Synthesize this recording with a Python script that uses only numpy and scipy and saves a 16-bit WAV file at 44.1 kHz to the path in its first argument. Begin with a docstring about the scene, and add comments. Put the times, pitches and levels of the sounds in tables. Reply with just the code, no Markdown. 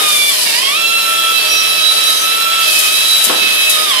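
"""A hard-walled workroom: a handheld meat trimmer runs over a cutting table, sagging twice in speed.
Its five-vane rotor whines, a gear sings beside it, and air hisses, whistles and spurts from the tool
as it is swung; an overtone of the whine falls in the last sag. Behind are rumble, a flickering low noise
band and two hums. Something bumps the table at the start and near the end.
The recorder ducks and clips on the spurts."""
import sys
import numpy as np
from scipy import signal
from scipy.fft import rfft, irfft
from scipy.io import wavfile
from scipy.ndimage import uniform_filter1d

SR = 44100
rng = np.random.default_rng(int(sys.argv[2]) if len(sys.argv) > 2 else 0)


def inscribe(sig):
    """Save sig as 16-bit PCM at rate SR to the path in sys.argv[1].

    A 1-D sig is mono; a 2-D sig holds one channel per row.
    Samples are clipped to [-1, 1] before scaling.
    """
    pcm = np.round(np.clip(np.atleast_2d(sig).T, -1, 1) * 32767)
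    wavfile.write(sys.argv[1], SR, pcm.astype(np.int16))


N = 176400
T = np.arange(N) / SR
BINS_HZ = np.fft.rfftfreq(N, 1 / SR)


def amp(db):
    return 10 ** (np.asarray(db) / 20)


def curve(rows):
    """Linear interpolation of (t/s, value) rows."""
    return np.interp(T, *np.array(rows).T)


def unit(x):
    """Scale to rms 1."""
    return x / np.sqrt(np.mean(x ** 2))


def pan(db):
    """Constant-power gains; db is left minus right."""
    return unit(amp([[db / 2], [-db / 2]]))


def phase_of(hz):
    return 2 * np.pi * np.cumsum(hz * np.ones(N)) / SR


def noise(spectrum, skirt_db_per_oct=18):
    """Uncorrelated stereo noise, rolled off below the spectrum's first row."""
    hz, db = np.array(spectrum).T
    octave = np.log2(BINS_HZ + 1)
    skirt_db = skirt_db_per_oct * np.maximum(np.log2(hz[0]) - octave, 0)
    gain = amp(np.interp(octave, np.log2(hz), db) - skirt_db)
    return unit(irfft(rfft(rng.standard_normal((2, N))) * gain, N))


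def drift(hz):
    """Smooth random signal, rms 1, bandwidth about hz."""
    return unit(irfft(rfft(rng.standard_normal(N)) * np.exp(-.5 * (BINS_HZ / hz) ** 2), N))


def burst(start_s, rise_s, hold_s, decay_s):
    """Linear attack, hold, exponential release."""
    attack = np.clip((T - start_s) / rise_s, 0, 1)
    return attack * np.exp(-np.maximum(T - start_s - rise_s - hold_s, 0) / decay_s)


# vane-pass rate: t/s, f/Hz
VANE_RATE = [(0,1258),(.18,1170),(.3,1166),(.325,1071),(.52,888),(.62,1040),(.71,1135),(.78,1331),(.86,1348),(1.3,1326),(1.55,1298),(1.77,1309),(1.8,1282),(1.93,1310),(2.17,1290),(2.42,1340),(2.63,1323),(2.71,1284),(2.87,1267),(3,1302),(3.3,1308),(3.5,1287),(3.71,1292),(3.75,1252),(3.84,1262),(3.9,1170),(3.93,1050),(4,1015)]
VANES, GEAR_ORDER, STROKE_ORDER = 5, 52 / 21, 1 / 21  # order = multiple of the vane rate

def drive(smooth_above_hz=1230):
    """Vane phase and sag (share of speed lost); the rotor jitters more as it labours."""
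    hz = curve(VANE_RATE)
    sag = np.maximum(1 - hz / smooth_above_hz, 0)
    jitter = .0012 * drift(29.7) + .0404 * sag * drift(78.7)
    return phase_of(hz * (1 + jitter)), sag


# vane harmonics 1-3 as the tool turns: t/s, level/dB
HARMONIC_1 = [(0,-18.5),(.14,-29.5),(.4,-37),(.65,-24),(1,-23),(1.09,-16.5),(1.35,-18.5),(1.42,-29.5),(1.79,-25),(1.84,-25),(1.89,-29),(2.18,-22.5),(2.25,-20.5),(2.6,-19),(2.69,-29),(3.73,-30),(3.79,-21),(4,-24.5)]
HARMONIC_2 = [(0,-22),(.3,-19.5),(.33,-41),(.69,-22.5),(.77,-16.5),(1.33,-21.5),(1.39,-14.5),(1.79,-22.5),(2.2,-30.5),(2.27,-19),(2.46,-23.5),(2.5,-30),(2.54,-16),(3.02,-21),(3.07,-29),(3.32,-28),(3.43,-15),(3.68,-14.5),(3.74,-32),(4,-29)]
HARMONIC_3 = [(0,-22),(.1,-14),(.295,-14.5),(.325,-24),(.57,-26.5),(.64,-18),(.94,-21.5),(1,-12),(1.06,-23),(1.42,-21),(1.76,-18),(1.84,-13.5),(2.16,-14),(2.22,-21),(2.88,-22),(3,-17),(3.22,-12),(3.27,-20),(4,-18.5)]
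# weak shaft harmonics, parallel lists: order; level/dB
WEAK_ORDERS = np.array([9, 12, 14, 20, 25, 30, 35, 40, 45, 50]) / 5
WEAK_DB = [-35,-31.5,-34,-32,-35,-38,-34,-30.5,-34,-33]
# position of the partials: f/Hz, left minus right/dB
PARTIAL_PAN = [(1300,-0.5),(2600,-7),(3900,-5.5),(5300,-24),(8000,22),(11000,22.5)]

def rotor(phase, sag, full_load_sag=.14, flutter_db=2.59, growl_db=6):
    """Whine of the vanes and shaft; under load it stutters, growls, dulls and rasps."""
    partials = [(1, curve(HARMONIC_1)), (2, curve(HARMONIC_2)), (3, curve(HARMONIC_3))]
    partials += zip(WEAK_ORDERS, WEAK_DB)
    mean_hz = np.mean(curve(VANE_RATE))
    load = np.minimum(sag / full_load_sag, 1)
    stutter_db = 3.5 * load ** 2 * drift(33)
    stereo_rad = np.array([[0], [1.5]])
    whine = 0
    for order, db in partials:
        side = pan(np.interp(order * mean_hz, *np.array(PARTIAL_PAN).T))
        level_db = db + stutter_db + flutter_db * np.array([drift(25), drift(13)])
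        if order > 5:
            level_db += 3 * drift(9) - 25 * sag  # treble flickers, fades with sag
        elif order >= 4:
            level_db += growl_db * load
        whine += side * amp(level_db) * np.sin(order * phase + stereo_rad)
    rasp = 1 + .23 * load ** 2 * np.cos(phase / VANES + drift(60))  # once per turn
    return np.sqrt(2) * whine * rasp


# gear mesh: t/s, level/dB
GEAR_LEVEL = [(0,-37),(.85,-22.5),(1,-31),(1.24,-18),(1.4,-23.5),(2.3,-31),(2.63,-21),(3.4,-31),(3.65,-20.5),(3.8,-46)]

def gear(phase, wobble_rad=.15, rough_rad=.93):
    """Mesh tone, wobbling in pitch and level with each blade stroke."""
    stroke = STROKE_ORDER * phase
    mesh = np.sin(GEAR_ORDER * phase + wobble_rad * np.sin(stroke) + rough_rad * drift(116))
    pulsing = 1 + .5 * np.cos(stroke) + .5 * np.sin(2 * stroke)
    return np.sqrt(2) * pan(-7) * amp(curve(GEAR_LEVEL)) * mesh * pulsing


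# treble exhaust envelope: t/s, level/dB
HISS_LEVEL = [(0,-18),(.09,-14),(.4,-14),(.78,-22),(1.05,-19.5),(1.9,-20.5),(2.1,-16),(2.35,-20.5),(2.6,-20.5),(2.7,-14),(3.22,-16),(3.38,-21),(3.76,-16.5),(4,-21)]
# its spectrum: f/Hz, level/dB
HISS_SPECTRUM = [(2500,-35),(5000,-5.5),(8500,-0.5),(10000,3.5),(11800,-1.5),(14500,-5.5)]
# air spurts: t/s, level/dB
AIR_SPURTS = [(2.784,-10.5),(3.238,-7),(3.693,-10)]

def exhaust_hiss(phase, trim_db=-1):
    """Treble air noise with sharp spurts, lightly chopped by the blade stroke."""
    flow = amp(curve(HISS_LEVEL) + trim_db + .5 * drift(12))
    spurts = sum(amp(db) * burst(s, rise_s=.0026, hold_s=.0078, decay_s=.02) for s, db in AIR_SPURTS)
    chop = 1 + .04 * np.cos(STROKE_ORDER * phase)
    flicker = amp(1.13 * drift(240))
    return pan(15) * noise(HISS_SPECTRUM) * np.hypot(flow, spurts) * chop * flicker


# exhaust envelopes, upper-mid rush and lower-mid churn: t/s, level/dB
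RUSH_LEVEL = [(0,-21),(.6,-16),(.8,-23.5),(1.28,-24),(1.45,-20),(2.15,-19),(2.35,-23.5),(2.6,-21.5),(2.68,-17),(3.33,-19.5),(4,-21)]
CHURN_LEVEL = [(0,-19),(.25,-24.5),(.8,-26),(1.15,-22),(3,-21),(4,-19.5)]
# their spectra: f/Hz, level/dB
RUSH_SPECTRUM = [(2200,-31.5),(3200,-4),(4300,4),(5300,3),(6100,-6),(8000,-12.5),(10000,-26)]
CHURN_SPECTRUM = [(500,-12.5),(1200,4),(2200,5.5),(3150,12),(3900,9.5),(4800,-13),(7000,-45)]

def exhaust_rush(phase, rush_trim_db=-1.5, churn_trim_db=2, waver_db=.9):
    """Two midrange bands of air noise, chopped by the vanes."""
    rush = noise(RUSH_SPECTRUM) * amp(curve(RUSH_LEVEL) + rush_trim_db + waver_db * drift(12))
    churn = noise(CHURN_SPECTRUM) * amp(curve(CHURN_LEVEL) + churn_trim_db + waver_db * drift(12))
    chop = 1 + .1 * np.cos(phase)
    return chop * (pan(-8.5) * rush + pan(-5) * churn)


def band(hz, width_hz):
    """Narrow noise band around hz."""
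    phase = phase_of(hz)
    return unit(drift(width_hz / 2) * np.cos(phase) + drift(width_hz / 2) * np.sin(phase))


# workroom rumble: f/Hz, level/dB
RUMBLE_SPECTRUM = [(70,-40),(115,-1),(180,5.5),(620,11),(900,5.5),(2000,-9),(6000,-8)]
# low noise band, then two hums: f/Hz, width/Hz, level/dB
NARROW_BANDS = [(160.6,96,-43.5),(620,14,-38),(1785,37,-37.5)]

def background(rumble_db=-26.5, swell_db=.85):
    """Workroom rumble, a flickering noise band near 160 Hz and two hums."""
    rumble = noise(RUMBLE_SPECTRUM)
    rumble = unit(rumble - .5 * rumble[::-1])  # channels largely in antiphase
    rumble *= amp(rumble_db + swell_db * drift(5.3))
    bands = sum(amp(db) * np.array([band(hz, width), band(hz, width)]) for hz, width, db in NARROW_BANDS)
    return pan(5.5) * rumble + bands


# blows on the table: t/s, level/dB, low-pass f/Hz
TABLE_BUMPS = [(.005,-22.5,1200),(3.265,-25.5,350),(3.292,-15,1500),(3.409,-26.5,336)]
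# spectrum before the low-pass: f/Hz, level/dB
BUMP_SPECTRUM = [(150,-7),(450,-5.5),(1600,-5),(4000,-11)]

def bumps():
    """Dull blows on the table: noise bursts with a room-like decay."""
    out = 0
    for start_s, db, cutoff_hz in TABLE_BUMPS:
        thud = signal.sosfilt(signal.butter(2, cutoff_hz, fs=SR, output="sos"), noise(BUMP_SPECTRUM))
        out += amp(db) * unit(thud) * burst(start_s, rise_s=.0057, hold_s=.0075, decay_s=.064)
    return pan(4.9) * out


# whistles, last row a rotor overtone: t/s, length/s, start f/Hz, end f/Hz, level/dB
GLIDES = [(1.37,0.15,4350,4710,-25.5),(1.48,.16,5725,5640,-20),(1.609,.19,5660,5100,-27.5),(1.986,0.12,5220,5940,-28.5),(2.15,0.12,6160,5980,-25.5),(2.61,.068,4450,4860,-26),(3.875,0.061,4800,4220,-24)]

def glides(waver_hz=35.1):
    """Brief wavering tones: six whistles, then a falling overtone of the whine as the rotor slows."""
    out = 0
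    for start_s, length_s, start_hz, end_hz, db in GLIDES:
        hz = curve([(start_s, start_hz), (start_s + length_s, end_hz)]) + waver_hz * drift(65)
        envelope = burst(start_s, rise_s=.019, hold_s=max(length_s - .04, 0), decay_s=.015)
        out += amp(db) * envelope * unit(np.sin(phase_of(hz)))
    return pan(-6) * out


def room(direct, t60_s=.49, wet_db=-7, predelay_s=.004):
    """Direct sound plus the diffuse ring of tiled walls."""
    t = T[:SR // 2]
    tail = rng.standard_normal((2, len(t))) * amp(-60 * t / t60_s) * (t > predelay_s)
    tail /= np.sqrt(np.sum(tail ** 2, axis=1, keepdims=True))
    ring = signal.fftconvolve(direct, tail, axes=1)[:, :N]
    return (direct + amp(wet_db) * ring) / np.hypot(1, amp(wet_db))


def scene():
    """One drive turns rotor and gear and chops the exhaust; the tool's tones ring in the room."""
    phase, sag = drive()
    tones = rotor(phase, sag) + gear(phase) + glides()
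    return room(tones) + exhaust_hiss(phase) + exhaust_rush(phase) + background() + bumps()


def record(dry, low_cut_hz=224, limit_db=-3, window_s=.023, top_cut_hz=14560):
    """Low cut, fast rms limiter, clipping at full scale, top cut."""
    thin = signal.sosfilt(signal.butter(3, low_cut_hz, "high", fs=SR, output="sos"), dry)
    power = np.max(thin ** 2, axis=0)
    rms = np.sqrt(uniform_filter1d(power, int(window_s * SR)) + 1e-12)
    duck = np.minimum(1, amp(limit_db) / rms)
    clipped = np.clip(thin * duck, -1, 1)
    return signal.sosfilt(signal.ellip(12, .1, 60, top_cut_hz, fs=SR, output="sos"), clipped)


dry = scene()
out = record(dry)
inscribe(out)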